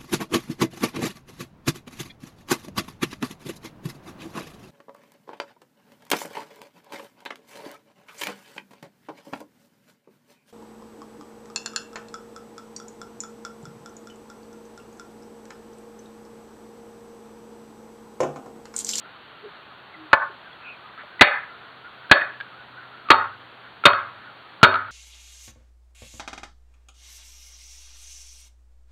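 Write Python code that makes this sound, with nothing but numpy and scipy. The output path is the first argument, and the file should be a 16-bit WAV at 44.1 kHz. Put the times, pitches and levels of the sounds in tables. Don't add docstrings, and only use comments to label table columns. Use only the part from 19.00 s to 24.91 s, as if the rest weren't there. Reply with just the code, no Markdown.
import sys
import numpy as np
from scipy import signal
from scipy.fft import rfft, irfft, next_fast_len
from scipy.io import wavfile
from scipy.ndimage import map_coordinates

SR = 44100
rng = np.random.default_rng(int(sys.argv[2]) if len(sys.argv) > 2 else 0)


def materialize(psi):
    bounded = np.clip(np.atleast_2d(psi).T, -1, 1)
    quanta = np.round(bounded * 32767).astype(np.int16)
    wavfile.write(sys.argv[1], SR, quanta)


N = 260631

# (frequency [Hz], level [dB])
AIR_COLOUR = [(18, -65.5), (30, -42.5), (53, -15), (91, -14), (122, -12), (171, -10), (387, -9),
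              (421, -8.5), (519, -9.5), (711, -6.5), (1390, -5), (2160, -12.5), (3290, -11.5),
              (4500, -17.5), (5850, -52.5), (9900, -120)]
# (time [s], length [s], first pitch [Hz], last pitch [Hz], level [dB], pitch scatter [share])
CHIRP_CALLS = [(0.413, 0.092, 426, 391, -38.5, 0.074), (0.93, 0.037, 2200, 1890, -43.5, 0.03),
               (0.932, 0.18, 324, 304, -45, .003), (1.292, 0.02, 420, 372, -44, 0.032),
               (1.6, 0.18, 2580, 2520, -40, 0.059)]
# (frequency [Hz], level [dB], time to fall 60 dB [s])
PIPE_MODES = [(578.5, -8, 0.028), (690, -25.5, 0.14), (787, -15, 0.023), (867, -13, 0.053),
              (967, -11.5, 0.059), (1085, -5.5, 0.037), (1269.6, -5.5, 0.03), (1429, -11.5, 0.043),
              (1539, -2, 0.029), (1743, -5.5, 0.029), (1999, -12.5, 0.051), (2267, -6.5, 0.037),
              (2516, -5, 0.031), (2890, -6.5, 0.017), (3080, -24.5, .04), (3236, -8.5, 0.032),
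              (3520, -13.5, 0.017), (4080, -23, 0.033)]
# (frequency [Hz], level [dB])
CRACK_COLOUR = [(100, -14.5), (500, -6), (1400, 1.5), (2300, -2.5), (4300, -6.5), (8000, -15)]
# (time [s], level [dB], pitch [Hz])
PIPE_TAPS = [(1.529, -41, 3350), (1.976, -35, 1320), (2.035, -38, 600), (3.214, -16, 1850),
             (3.402, -26, 1630), (3.409, -22.5, 1636), (4.8545, 1, 3650), (4.901, -12.5, 1387),
             (4.933, -12, 1420), (5.677, -13, 1500), (5.7413, -12, 1366), (5.756, -16.5, 1307)]
# (frequency [Hz], level [dB])
THUD_COLOUR = [(20, -23), (55, -31.5), (105, -3.5), (180, -3), (330, -4), (700, -13.5), (1500, -30)]
# (frequency [Hz], level [dB], time to fall 60 dB [s])
BOOM_TONES = [(100.5, -41.5, .9), (256, -36, 0.41), (382, -30, 0.35)]
# (frequency [Hz], level [dB], time to fall 60 dB [s])
METAL_TONES = [(3690, -23.5, .3), (4350, -26, .31)]
# (frequency [Hz], level [dB])
WALL_COLOUR = [(80, -22), (300, -6.5), (600, 2.5), (1100, -3.5), (1700, -5.5), (2400, -8.5), (3000, -11),
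               (3650, -9), (4000, -17.5), (4500, -15)]
# (frequency [Hz], level [dB])
FAR_COLOUR = [(80, -10.5), (350, -15.5), (700, -2.5), (1300, 0.5), (1900, -1), (2600, -15.5), (3600, -17.5),
              (4000, -23), (4500, -18.5)]
# (time [s], level [dB], favoured pitch [Hz], hardness of landing [dB], thud level [dB],
# rebound delay [s], boom level [dB], leading tick level [dB], far echo's time to fall 60 dB [s])
PIPE_BLOWS = [(1.1308, 3.5, 1315, -18.5, -16, 0.0061, -23, -33, 0.15),
              (2.210, 3, 1997, 1.5, 1.5, .0085, -23, -24, 0.4),
              (3.113, 0.5, 1575, 2, -4, 0.0053, -17, -27.5, 0.29),
              (4.103, 2.5, 1180, 0, -5.5, 0.011, -5, -22.5, 0.27),
              (4.854, 1.5, 1365, 2.5, 0.5, .0095, -6, -17, 0.4),
              (5.63, 1.5, 1367, 3, 4.5, 0.011, 2.5, -31.5, 0.52)]

HUM_HZ, HUM_SAG_HZ_PER_S = 130.7, 1.8
HUM_DB, HUM_PEAK_S, HUM_FADE_DB_PER_S = -58, 4.2, 2
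RUSTLE_DB, RUSTLE_RISE_DB_PER_S = -46, 0.5
RUSTLE_SWELL_DB, SWELLS_PER_S = 1.5, 3.63
LEAD_S, LEAD_T60_S = 0.016, 0.09
REBOUND_DB, REBOUND_SOFTER_DB = -4, 4.5
DIRECT_DB, FAVOUR_DB = -0.5, 9.5
THUD_DB, THUD_ATTACK_S, THUD_T60_S = -3, 0.0012, 0.04
METAL_DB, METAL_PER_HARDNESS = -6.5, 1.4
BOOM_DB = 3.5
WALL_DB, WALL_ATTACK_S, WALL_T60_S = -17.5, 0.0015, 0.35
WALL_PER_HARDNESS = 0.23
FAR_DB, FAR_DELAY_S, FAR_ATTACK_S = -30.5, 0.073, 0.018
BAND_HZ, TOP_HZ = 4550, 15800


def amp(db):
    return 10 ** (np.asarray(db) / 20)


def unit(x):
    return x / np.sqrt(np.mean(x ** 2) + 1e-20)


def fade(t, t60):
    return np.exp(-np.log(1000) * t / t60)


def burst(t, attack, t60):
    return (1 - np.exp(-t / attack)) * fade(t, t60)


def wobble(rate, size):
    points = rng.standard_normal(int(size * rate / SR) + 4)
    return map_coordinates(points, [np.arange(size) * rate / SR])


def filtered(x, response):
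    m = next_fast_len(len(x) + 8192)
    return irfft(rfft(x, m) * response(np.fft.rfftfreq(m, 1 / SR)), m)[:len(x)]


def noise(colour, size, clump_db=0):
    f, db = np.transpose(colour)
    clumps = amp(clump_db * np.clip(wobble(700, size), -2, 2))
    white = rng.standard_normal(size) * clumps
    return unit(filtered(white, lambda hz: amp(np.interp(np.log(hz + 1), np.log(f), db))))


def resonate(x, hz, q):
    return signal.lfilter(*signal.iirpeak(hz, q, SR), x)


def glide(hz):
    return np.sin(2 * np.pi * np.cumsum(hz) / SR)


def saturate(x, top, hardness):
    return x / (1 + np.abs(x / top) ** hardness) ** (1 / hardness)


def add(track, s, x):
    part = track[round(s * SR):][:len(x)]
    part += x[:len(part)]


def hum():
    t = np.arange(N) / SR
    level_db = HUM_DB - HUM_FADE_DB_PER_S * np.abs(t - HUM_PEAK_S) + 1.9 * wobble(5.6, N)
    return amp(level_db) * glide(HUM_HZ - HUM_SAG_HZ_PER_S * t)


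def rush():
    return amp(-47.5 + 0.21 * wobble(3.6, N)) * noise(AIR_COLOUR, N)


def rustle():
    bands = np.zeros(N)
    for hz in (1180, 1350, 1500):
        swell = amp(7.5 * wobble(18, N))
        once = resonate(rng.standard_normal(N), hz, q=2.0)
        bands += swell * resonate(once, hz, q=2.0)
    pitch = 1410 + 85 * wobble(22, N) + 50 * wobble(200, N)
    tone = unit(amp(10 * np.clip(wobble(28, N), -2, 1.3)) * glide(pitch))
    level_db = RUSTLE_DB + RUSTLE_RISE_DB_PER_S * np.arange(N) / SR
    level_db += RUSTLE_SWELL_DB * wobble(SWELLS_PER_S, N)
    return amp(level_db) * (amp(-9) * unit(bands) + amp(-8.5) * tone)


def chirps():
    out = np.zeros(N)
    for s, length, first_hz, last_hz, db, scatter in CHIRP_CALLS:
        size = int(length * SR)
        hz = np.linspace(first_hz, last_hz, size) * (1 + scatter * wobble(580, size))
        add(out, s, amp(db + 2.0) * np.hanning(size) * glide(hz))
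    return out


def knock(t, crack_db):
    ring = np.zeros(len(t))
    for hz, db, t60 in PIPE_MODES:
        softness_db = 0.73 * min(crack_db, 0) * np.clip((hz - 1800) / 1200, 0, 1)
        strength = amp(db + softness_db + rng.standard_normal())
        ring += strength * fade(t, t60) * np.sin(2 * np.pi * (hz * t + rng.random()))
    crack = amp(crack_db + 1.5) * noise(CRACK_COLOUR, len(t)) * fade(t, 0.047)
    return (ring + crack) * (1 - np.exp(-t / 0.0011))


def tap(t, hz, t60):
    tick = knock(t, crack_db=-1.0) * fade(t, 0.41 * t60)
    tone = np.sin(2 * np.pi * hz * t) * burst(t, 0.00091, t60)
    return amp(-1.0) * tick / np.abs(tick).max() + amp(1.5) * tone


def taps():
    out, t = np.zeros(N), np.arange(SR // 12) / SR
    for s, db, hz in PIPE_TAPS:
        add(out, s, amp(db) * tap(t, hz, t60=0.047))
    return out


def thud(t, thud_db):
    return amp(THUD_DB + thud_db) * noise(THUD_COLOUR, len(t)) * burst(t, THUD_ATTACK_S, THUD_T60_S)


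def after_ring(t, tones, scatter):
    out = np.zeros(len(t))
    for hz, db, t60 in tones:
        level = amp(db + 2.5 * wobble(60, len(t)))
        out += level * burst(t, 0.0046, t60) * glide(hz * (1 + scatter * wobble(250, len(t))))
    return out


def reflections(t, colour, envelope):
    tail = noise(colour, len(t), clump_db=3.0) * envelope
    return tail / np.linalg.norm(tail)


def yard(t, hit, hz, hard_db, far_t60):
    wall_envelope = burst(t, WALL_ATTACK_S, WALL_T60_S)
    wall = amp(WALL_DB + WALL_PER_HARDNESS * hard_db) * reflections(t, WALL_COLOUR, wall_envelope)
    far_envelope = burst(np.maximum(t - FAR_DELAY_S, 0), FAR_ATTACK_S, far_t60)
    far = amp(FAR_DB) * reflections(t, FAR_COLOUR, far_envelope)
    radiated = amp(-2.5) * hit + amp(6.0) * resonate(hit, hz, q=3.54)
    return signal.fftconvolve(radiated, wall + far)[:len(t)]


def blows():
    out, t = np.zeros(N), np.arange(SR // 2) / SR
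    contact = t[:SR // 8]
    for s, db, hz, hard_db, thud_db, rebound_s, boom_db, lead_db, far_t60 in PIPE_BLOWS:
        hit = knock(contact, hard_db)
        rebound = knock(contact, hard_db - REBOUND_SOFTER_DB)
        add(hit, rebound_s, amp(REBOUND_DB) * rebound)
        favoured = (amp(FAVOUR_DB) - 1) * resonate(hit, hz, q=13.1)
        direct = amp(DIRECT_DB) * (hit + favoured)
        metal = amp(METAL_DB + METAL_PER_HARDNESS * hard_db) * after_ring(t, METAL_TONES, scatter=0.01)
        boom = amp(BOOM_DB + boom_db) * after_ring(t, BOOM_TONES, scatter=0.02)
        echoes = yard(t, hit, hz, hard_db, far_t60)
        add(out, s - LEAD_S, amp(lead_db) * tap(contact, hz, LEAD_T60_S))
        add(out, s, amp(db) * (direct + thud(contact, thud_db)))
        add(out, s, amp(db) * (echoes + metal + boom))
    return out


def scene():
    return (hum() + rush() + rustle() + chirps() + taps() + blows())[None]


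def record(dry):
    x = saturate(dry[0], 1.35, hardness=2.34)
    low_cut = signal.butter(2, 45, "high", fs=SR, output="sos")
    x = signal.sosfilt(low_cut, x)
    x = filtered(x, lambda hz: 1 / np.sqrt(1 + (hz / BAND_HZ) ** 56))
    x = saturate(x, 0.98, hardness=24)
    hiss = amp(-79.5) * rng.standard_normal(N)
    return filtered(x + hiss, lambda hz: hz < TOP_HZ)[None]


dry = scene()
out = record(dry)
materialize(out)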